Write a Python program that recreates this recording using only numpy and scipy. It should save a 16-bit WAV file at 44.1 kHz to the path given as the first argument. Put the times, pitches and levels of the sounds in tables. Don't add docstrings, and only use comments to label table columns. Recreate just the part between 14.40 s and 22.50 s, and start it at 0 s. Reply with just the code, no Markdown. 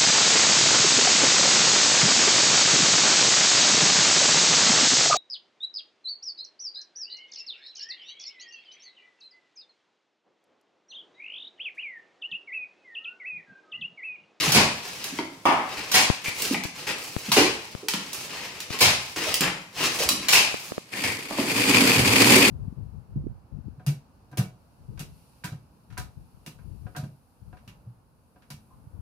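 import sys
import numpy as np
from scipy import signal
from scipy.fft import rfft, irfft
from scipy.io import wavfile

SR = 44100
rng = np.random.default_rng(int(sys.argv[2]) if len(sys.argv) > 2 else 0)


def to_wav(s):
    ch = np.atleast_2d(s).T
    pcm = np.round(np.clip(ch, -1, 1) * 32767)
    wavfile.write(sys.argv[1], SR, pcm.astype(np.int16))


N = 357210
TIME = np.arange(N) / SR


def amp(db):
    return 10 ** (np.asarray(db) / 20)


def unit_rms(x):
    return x / np.sqrt(np.mean(x ** 2) + 1e-20)


def at_hz(points, hz):
    f, value = np.transpose(points)
    return np.interp(np.log(hz + 1), np.log(f + 1), value)


def add(mix, s, sound):
    part = mix[max(round(s * SR), 0):][:len(sound)]
    part += sound[:len(part)]


def envelope(rows, fade_s=0.06):
    s, db = np.transpose(rows)
    outside = np.maximum(s[0] - TIME, 0) + np.maximum(TIME - s[-1], 0)
    return amp(np.interp(TIME, s, db)) * np.exp(-outside / fade_s)


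def colour(x, spectrum, tilt=0, size=2048):
    hz = abs(np.fft.fftfreq(size, 1 / SR))
    log_gain = np.log(amp(at_hz(spectrum, hz) + tilt * np.log2(np.maximum(hz, 500) / 3000)))
    taps = np.fft.ifft(np.exp(np.conj(signal.hilbert(log_gain)))).real
    return signal.fftconvolve(x, taps / np.linalg.norm(taps))[:len(x)]


def grit(count, per_s, spread_db):
    size = amp(spread_db * np.minimum(rng.exponential(1, count), 4))
    return unit_rms(size * rng.choice([-1, 1], count) * (rng.random(count) < per_s / SR))


def slips(rate_hz, depth_db):
    knots = np.arange(0, N / SR + 1, 1 / rate_hz)
    grip = np.clip(rng.standard_normal(len(knots)), -2, 2)
    return unit_rms(amp(depth_db * np.interp(TIME, knots, grip)))


def resonate(x, modes):
    return unit_rms(sum(amp(db) * signal.lfilter(*signal.iirpeak(hz, hz / width, SR), x)
                        for hz, width, db in modes))


def bursts(rows):
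    out, t = np.zeros(N), np.arange(SR // 3) / SR
    for s, db, hz, width, fall in rows:
        low = np.hypot(hz, width / 2) - width / 2
        band = signal.butter(2, [low, low + width], "band", fs=SR, output="sos")
        push = signal.sosfilt(band, rng.standard_normal(len(t)) * np.exp(-t / fall))
        add(out, s, amp(db) * unit_rms(push) * np.sqrt(fall / t[-1]))
    return out


# (frequency [Hz], time to fall 60 dB [s])
ROOM_T60 = [(100, 0.49), (320, 0.45), (900, 0.5), (2500, 0.51), (5500, 0.45), (10000, 0.4), (15000, 0.15)]
# (frequency [Hz], coherence [0-1])
COHERENCE = [(270, 0.98), (450, 0.75), (740, 0.7), (1220, 0.11), (2000, 0)]

def diffuse(pair, dying=False):
    hz, t, (left, other) = signal.stft(pair, SR, nperseg=512)
    same = np.clip(at_hz(COHERENCE, hz), 0, 1)[:, None]
    spectra = np.array([left, same * left + np.sqrt(1 - same ** 2) * other])
    if dying:
        spectra *= np.exp(-np.log(1000) * t / at_hz(ROOM_T60, hz)[:, None])
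    return signal.istft(spectra, SR, nperseg=512)[1][:, :pair.shape[1]]


def room(x, direct_db, places=3):
    out, shape = np.zeros((2, N)), (2, SR * 3 // 4)
    place = (TIME * 30).astype(int) % places
    ease = np.hanning(257) / 128
    for k in range(places):
        reflections = rng.choice([-1., 1.], shape) * (rng.random(shape) < 2500 / SR)
        echo = diffuse(reflections, dying=True)
        echo /= np.sqrt((echo ** 2).sum(1, keepdims=True))
        echo[[0, 1], rng.integers(0, 10, 2)] += amp(direct_db)
        share = x * signal.oaconvolve(place == k, ease, "same")
        out += signal.oaconvolve(share[None], echo, axes=1)[:, :N]
    return out / np.hypot(1, amp(direct_db))


# (frequency [Hz], level [dB])
AIR_SPECTRUM = [(25, -33), (130, 2.5), (300, -5), (700, -15), (2500, -27), (7000, -29), (15500, -32)]

def air(floor_db=-57):
    pair = np.array([colour(noise, AIR_SPECTRUM) for noise in rng.standard_normal((2, N))])
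    return amp(floor_db) * diffuse(pair)


# (time [s], level [dB])
HANDLING_POPS = [(1.7009, 9), (1.882, -9.5), (2.2526, -6), (2.7652, 0), (3.3506, -6.5), (4.3057, -7)]
# (time [s], level [dB])
AIR_PUFFS = [(6.1423, -9.5), (6.32, -11), (6.38, -8)]

def pops(rise_s=0.000099, pop_hz=95, puff_hz=290, pop_fall_s=0.0025, puff_fall_s=0.0016, lag_s=0.00168):
    out, t = np.zeros((2, N)), np.arange(SR // 20) / SR
    step = 1 - np.exp(-t / rise_s)
    pop = step * np.exp(-t / pop_fall_s) * np.cos(2 * np.pi * pop_hz * t + 0.76)
    puff = step * np.exp(-t / puff_fall_s) * np.cos(2 * np.pi * puff_hz * t)
    for s, db in HANDLING_POPS:
        add(out[0], s, amp(db) * pop)
    for s, db in AIR_PUFFS:
        for port in range(2):
            add(out[port], s + port * lag_s, amp(db) * puff)
    return amp(-3.5) * out


def stirring(end_s=6.4):
    sand = colour(grit(N, 3000, 4.4), RASP_SPECTRUM, tilt=1.5)
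    paste = amp(-3) * colour(grit(N, 1200, 3.0), CHURN_SPECTRUM)
    stray_grains = amp(-55.5) * colour(grit(N, 13, 3.0), SPLAT_SPECTRUM, tilt=2)
    mix = amp(-52) * (sand + paste) * slips(rate_hz=14, depth_db=2.5) + stray_grains
    return room(mix * (TIME < end_s), direct_db=-6.5, places=1)


# (time [s], effort [dB])
PULL = [(6.52, -49), (6.532, -38.5), (6.656, -30), (6.884, -43.5), (7.008, -30.5), (7.07, -32),
        (7.342, -21.5), (7.602, -22.5), (7.958, -16.5), (8.1, -21.5)]
# (frequency [Hz], level [dB])
GRIND_SPECTRUM = [(100, -20.5), (400, 1), (650, -5.5), (1030, -1.5), (1400, -6), (1900, -1.5), (2450, 3.5),
                  (2800, -1.5), (3300, -3.5), (4000, -7), (4650, -1.5), (5600, -9), (8000, -8.5),
                  (12500, -14), (15500, -20)]
# (frequency [Hz], bandwidth [Hz], level [dB])
WALL_MODES = [(206, 6.8, -8), (266, 35, 0), (290, 15.5, -1), (361, 53, -6), (460, 32, -5.5)]
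BASE_MODES = [(115.4, 12, 0)]

def drag(full_pull_db=-18.5, catch_per_s=35, catch_fall_s=0.0021, rim_hz=2420, rim_width_hz=200):
    effort = envelope(PULL) / amp(full_pull_db)
    judder = slips(rate_hz=90, depth_db=1.14) * slips(rate_hz=140, depth_db=-2.05)
    large_grains = abs(grit(N, catch_per_s, 1.7))
    catches = unit_rms(signal.lfilter([1], [1, -np.exp(-1 / (catch_fall_s * SR))], large_grains))
    pair = []
    for port in range(2):
        cracks = amp(-30.5) * catches * rng.standard_normal(N)
        sand = effort * colour(amp(-15.5) * grit(N, 10000, 2.4) * judder + cracks, GRIND_SPECTRUM)
        rim = amp(-28) * effort * resonate(cracks, [(rim_hz, rim_width_hz, 0)])
        shake = grit(N, 1500, 1.9) * judder
        wall_force = colour(shake, [(80, -23), (190, 1.5), (480, -5.5), (1000, -23)])
        base_force = colour(shake, [(150, 7), (500, -34)])
        walls = amp(-20.5) * effort ** 1.22 * resonate(wall_force, WALL_MODES)
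        base = amp(-30.5) * effort ** 1.25 * resonate(base_force, BASE_MODES)
        pair.append(sand + rim + walls + base)
    return diffuse(np.array(pair))


# (time [s], level [dB], added tilt [dB/octave])
GRIT_TICKS = [(0.641, -25, 2), (0.787, -23.5, -7.5), (2.020, -20, 5.5), (2.144, -26, -6.5),
              (2.236, -26.5, -0.5), (2.917, -15, -1.5), (3.484, -17.5, 1.5), (3.536, -20.5, -2.5),
              (3.731, -23, 6), (4.203, -28.5, 2.5), (4.326, -31, -1), (4.941, -15, 2.5), (5.007, -15, 2),
              (5.689, -11.5, 2), (5.932, -11, -1), (6.638, -24, 0), (6.908, -26, -12), (6.985, -25.5, -9.5)]

def ticks(rise_s=0.0008, fall_s=0.0034, skid_db=-14, skid_fall_s=0.019, base_tilt=2):
    out, t = np.zeros(N), np.arange(SR // 12) / SR
    crush = np.minimum(t / rise_s, 1) * (np.exp(-t / fall_s) + amp(skid_db) * np.exp(-t / skid_fall_s))
    for s, db, tilt in GRIT_TICKS:
        crack = rng.standard_normal(len(t)) * crush
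        add(out, s, amp(db) * colour(crack, SPLAT_SPECTRUM, base_tilt + tilt))
    return amp(4.8) * room(out, direct_db=-1.5, places=2)


# (time [s], level [dB])
TUB_BLOWS = [(1.054, -23)]
# (frequency [Hz], bandwidth [Hz], level [dB])
STRUCK_MODES = [(332, 610, 0.5), (785, 170, -2), (907, 130, 8), (1130, 180, 2.5), (1670, 520, -7),
                (2070, 200, -4), (2800, 260, -18)]

def knocks(contact_s=0.0013, crack_db=-17, rattle_db=-14, rattle_fall_s=0.068):
    out, t = np.zeros(N), np.arange(SR // 4) / SR
    decay = np.exp(-t / contact_s) + amp(rattle_db) * np.exp(-t / rattle_fall_s)
    blow = rng.standard_normal(len(t)) * decay
    body = resonate(colour(blow, [(60, -7.0), (300, 1), (2500, -1), (7000, -13.5)]), STRUCK_MODES)
    crack = amp(crack_db) * unit_rms(colour(blow, SPLAT_SPECTRUM, tilt=-1.5))
    for s, db in TUB_BLOWS:
        add(out, s, amp(db) * (body + crack))
    return room(out, direct_db=-13.5, places=1)


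# (time [s], level [dB], frequency [Hz], decay time [s])
EDGE_RINGS = [(1.858, -28.5, 2290, 0.016), (2.144, -26, 2270, 0.0068), (5.688, -26, 4700, 0.003),
              (5.953, -22.5, 2540, 0.039), (6.53, -41, 1950, .04), (6.637, -34, 2050, 0.054),
              (7.335, -28, 2570, .025), (8.019, -20.5, 2380, .025)]

def chatter(width_hz=490):
    return amp(1.0) * bursts([(s, db, hz, width_hz, fall) for s, db, hz, fall in EDGE_RINGS])


# (time [s], duration [s], build-up share [0-1], level [dB], tilt [dB/octave])
TROWEL_STROKES = [(0, 0.13, 0, -27.5, 0), (.43, 0.37, 0, -42, .5), (1.187, 0.24, 0.5, -39.5, -2.7),
                  (1.835, 0.071, 0.17, -33, 1), (1.919, 0.23, .3, -34, 2.5), (2.321, 0.18, 0.16, -42.5, 0),
                  (2.466, .055, 0.05, -28, -3), (2.581, 0.35, 0, -42.5, 3), (3.507, 0.26, .05, -45.5, 0),
                  (3.719, 0.15, 0, -40.5, 2.5), (3.859, 0.21, 0.19, -39, -2),
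                  (4.062, 0.19, 0.02, -45.5, -2), (4.756, 0.18, .04, -30.5, -0.6),
                  (5.008, 0.081, 0.12, -27, -6.5), (5.314, 0.17, 0.59, -25.5, -.5),
                  (5.486, 0.11, 0.1, -36, 2), (5.587, 0.064, 0, -28.5, 2), (6.157, 0.153, 0.27, -46, 5.5)]
# (frequency [Hz], level [dB])
RASP_SPECTRUM = [(500, -39), (1400, -10.5), (2000, -3), (2550, 0.5), (3400, -5.5), (4900, -3.5), (6500, -8),
                 (10000, -13.5), (15500, -18.5)]
CHURN_SPECTRUM = [(50, -10.5), (170, 2.5), (300, 3.5), (550, 2), (680, -0.5), (950, 2.5), (1300, 1),
                  (2200, -19)]

def trowel(per_s=9000, spread_db=4.0, release_s=0.012, swing_s=0.092):
    out, t = np.zeros(N), np.arange(SR // 2) / SR
    jerks = slips(rate_hz=75, depth_db=3.1)
    swings = [(s - swing_s, swing_s, 0.049, -39.5, -1.5) for s, *_ in MORTAR_THROWS if s > swing_s]
    for s, length, build, db, tilt in TROWEL_STROKES + swings:
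        swell = np.minimum(t / max(build * length, 1 / SR), 1) ** 2
        release = np.clip((length - t) / release_s, 0, 1)
        force = swell * release * jerks[int(s * SR):][:len(t)]
        sand = colour(grit(len(t), per_s, spread_db) * force, RASP_SPECTRUM, tilt)
        paste = colour(grit(len(t), per_s / 4, spread_db) * force, CHURN_SPECTRUM)
        churn_db = -7.5 - 0.5 * tilt
        add(out, s, amp(db) * (sand + amp(churn_db) * paste))
    return amp(3.5) * room(out + chatter(), direct_db=-1.0)


# (time [s], level [dB], frequency [Hz], decay time [s])
TUB_THUMPS = [(.075, -25.5, 154, 0.025), (.722, -32, 237, 0.016), (.786, -21.5, 310, 0.01),
              (2.109, -14, 230, 0.004), (2.133, -24, 225, 0.014), (2.882, -30, 193, 0.035),
              (3.429, -35.5, 377, 0.024), (3.537, -25.5, 217, .013), (4.767, -26, 288, 0.0062),
              (4.868, -27.5, 528, 0.012), (5.006, -17, 190, 0.0085), (5.596, -29.5, 540, 0.053),
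              (5.653, -29, 86, 0.0089), (5.704, -32, 243, 0.066), (6.645, -33, 119, .02),
              (6.984, -19.5, 258, 0.019), (7.571, -20.5, 114, 0.05)]

def thuds(lag_s=0.00606, thud_fall_s=0.04, boom_hz=106, boom_width_hz=59, boom_fall_s=0.073):
    thump_width, thud_width = 0.39, 0.48
    rows = [(s, db, hz, thump_width * hz, fall) for s, db, hz, fall in TUB_THUMPS]
    for start, _, delay, _, _, thud_db, hz, boom_db in MORTAR_THROWS:
        s = start + delay + lag_s
        rows.append((s, thud_db, hz, thud_width * hz, thud_fall_s))
        rows.append((s, boom_db, boom_hz, boom_width_hz, boom_fall_s))
    return amp(-1.5) * room(bursts(rows), direct_db=3.5)


# (frequency [Hz], level [dB])
SPLAT_SPECTRUM = [(60, -21), (200, -7), (550, -6), (950, 0.5), (1450, -5.5), (2000, -1), (2550, 2),
                  (3400, -3.5), (4800, -1.5), (6500, -7), (10000, -13.5), (15500, -17)]
# (time [s], spray level [dB], mass delay [s], mass level [dB],
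# mass tilt [dB/octave], thud level [dB], thud frequency [Hz], boom level [dB])
MORTAR_THROWS = [(0.118, -21, 0.025, -17.5, -1.5, -20.5, 188, -32),
                 (1.514, -24.5, .024, -17, 0.57, -38, 380, -52),
                 (2.918, -21.5, .043, -20, -1, -13.5, 350, -34),
                 (4.387, -30.5, .017, -16, 0.84, -29, 444, -30.5),
                 (5.883, -21, .04, -17.5, 1.4, -46, 405, -46)]

def splats(per_s=7000, spread_db=3.0, dulling_tilt=1.5, crumbs_db=-28, crumbs_fall_s=0.29):
    spray_rise_s, spray_fall_s, spray_tilt = 0.0027, 0.025, 2.1
    mass_rise_s, mass_fall_s = 0.0058, 0.043
    out, t = np.zeros(N), np.arange(SR // 2) / SR
    for start, spray_db, delay, mass_db, mass_tilt, *_ in MORTAR_THROWS:
        spray = (start, spray_db, spray_rise_s, spray_fall_s, spray_tilt)
        mass = (start + delay, mass_db, mass_rise_s, mass_fall_s, mass_tilt)
        for s, db, rise, fall, tilt in (spray, mass):
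            landing = np.minimum(t / rise, 1) * np.exp(-np.maximum(t - rise, 0) / fall)
            shower = grit(len(t), per_s, spread_db) * landing
            crumbs = amp(crumbs_db) * grit(len(t), 500, 7.4) * np.exp(-t / crumbs_fall_s)
            fresh = np.exp(-t / (rise + fall))
            bright = colour(shower * fresh + crumbs, SPLAT_SPECTRUM, tilt + dulling_tilt)
            dull = colour(shower * (1 - fresh), SPLAT_SPECTRUM, tilt - dulling_tilt)
            add(out, s, amp(db) * (bright + dull))
    return amp(8.0) * room(out, direct_db=-4.5)


def scene():
    return splats() + thuds() + ticks() + knocks() + trowel() + stirring() + drag() + pops() + air()


# (frequency [Hz], left minus right level [dB])
PORT_BALANCE = [(60, -2), (770, -2), (1170, 0.5), (1790, 4.5), (2740, 6), (4190, 2), (6410, -2.5),
                (9810, -16), (15000, -21)]

def record(dry):
    ratio = amp(at_hz(PORT_BALANCE, np.fft.rfftfreq(N, 1 / SR)))
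    port_gains = np.array([ratio, np.ones_like(ratio)]) * np.sqrt(2 / (1 + ratio ** 2))
    shaded = irfft(rfft(dry) * port_gains, N)
    saturated = shaded / (1 + shaded ** 6) ** (1 / 6)
    lowpass = signal.firwin(255, cutoff=15800, window=("kaiser", 9), fs=SR)
    return signal.oaconvolve(saturated, lowpass[None], "same")


dry = scene()
out = record(dry)
to_wav(out)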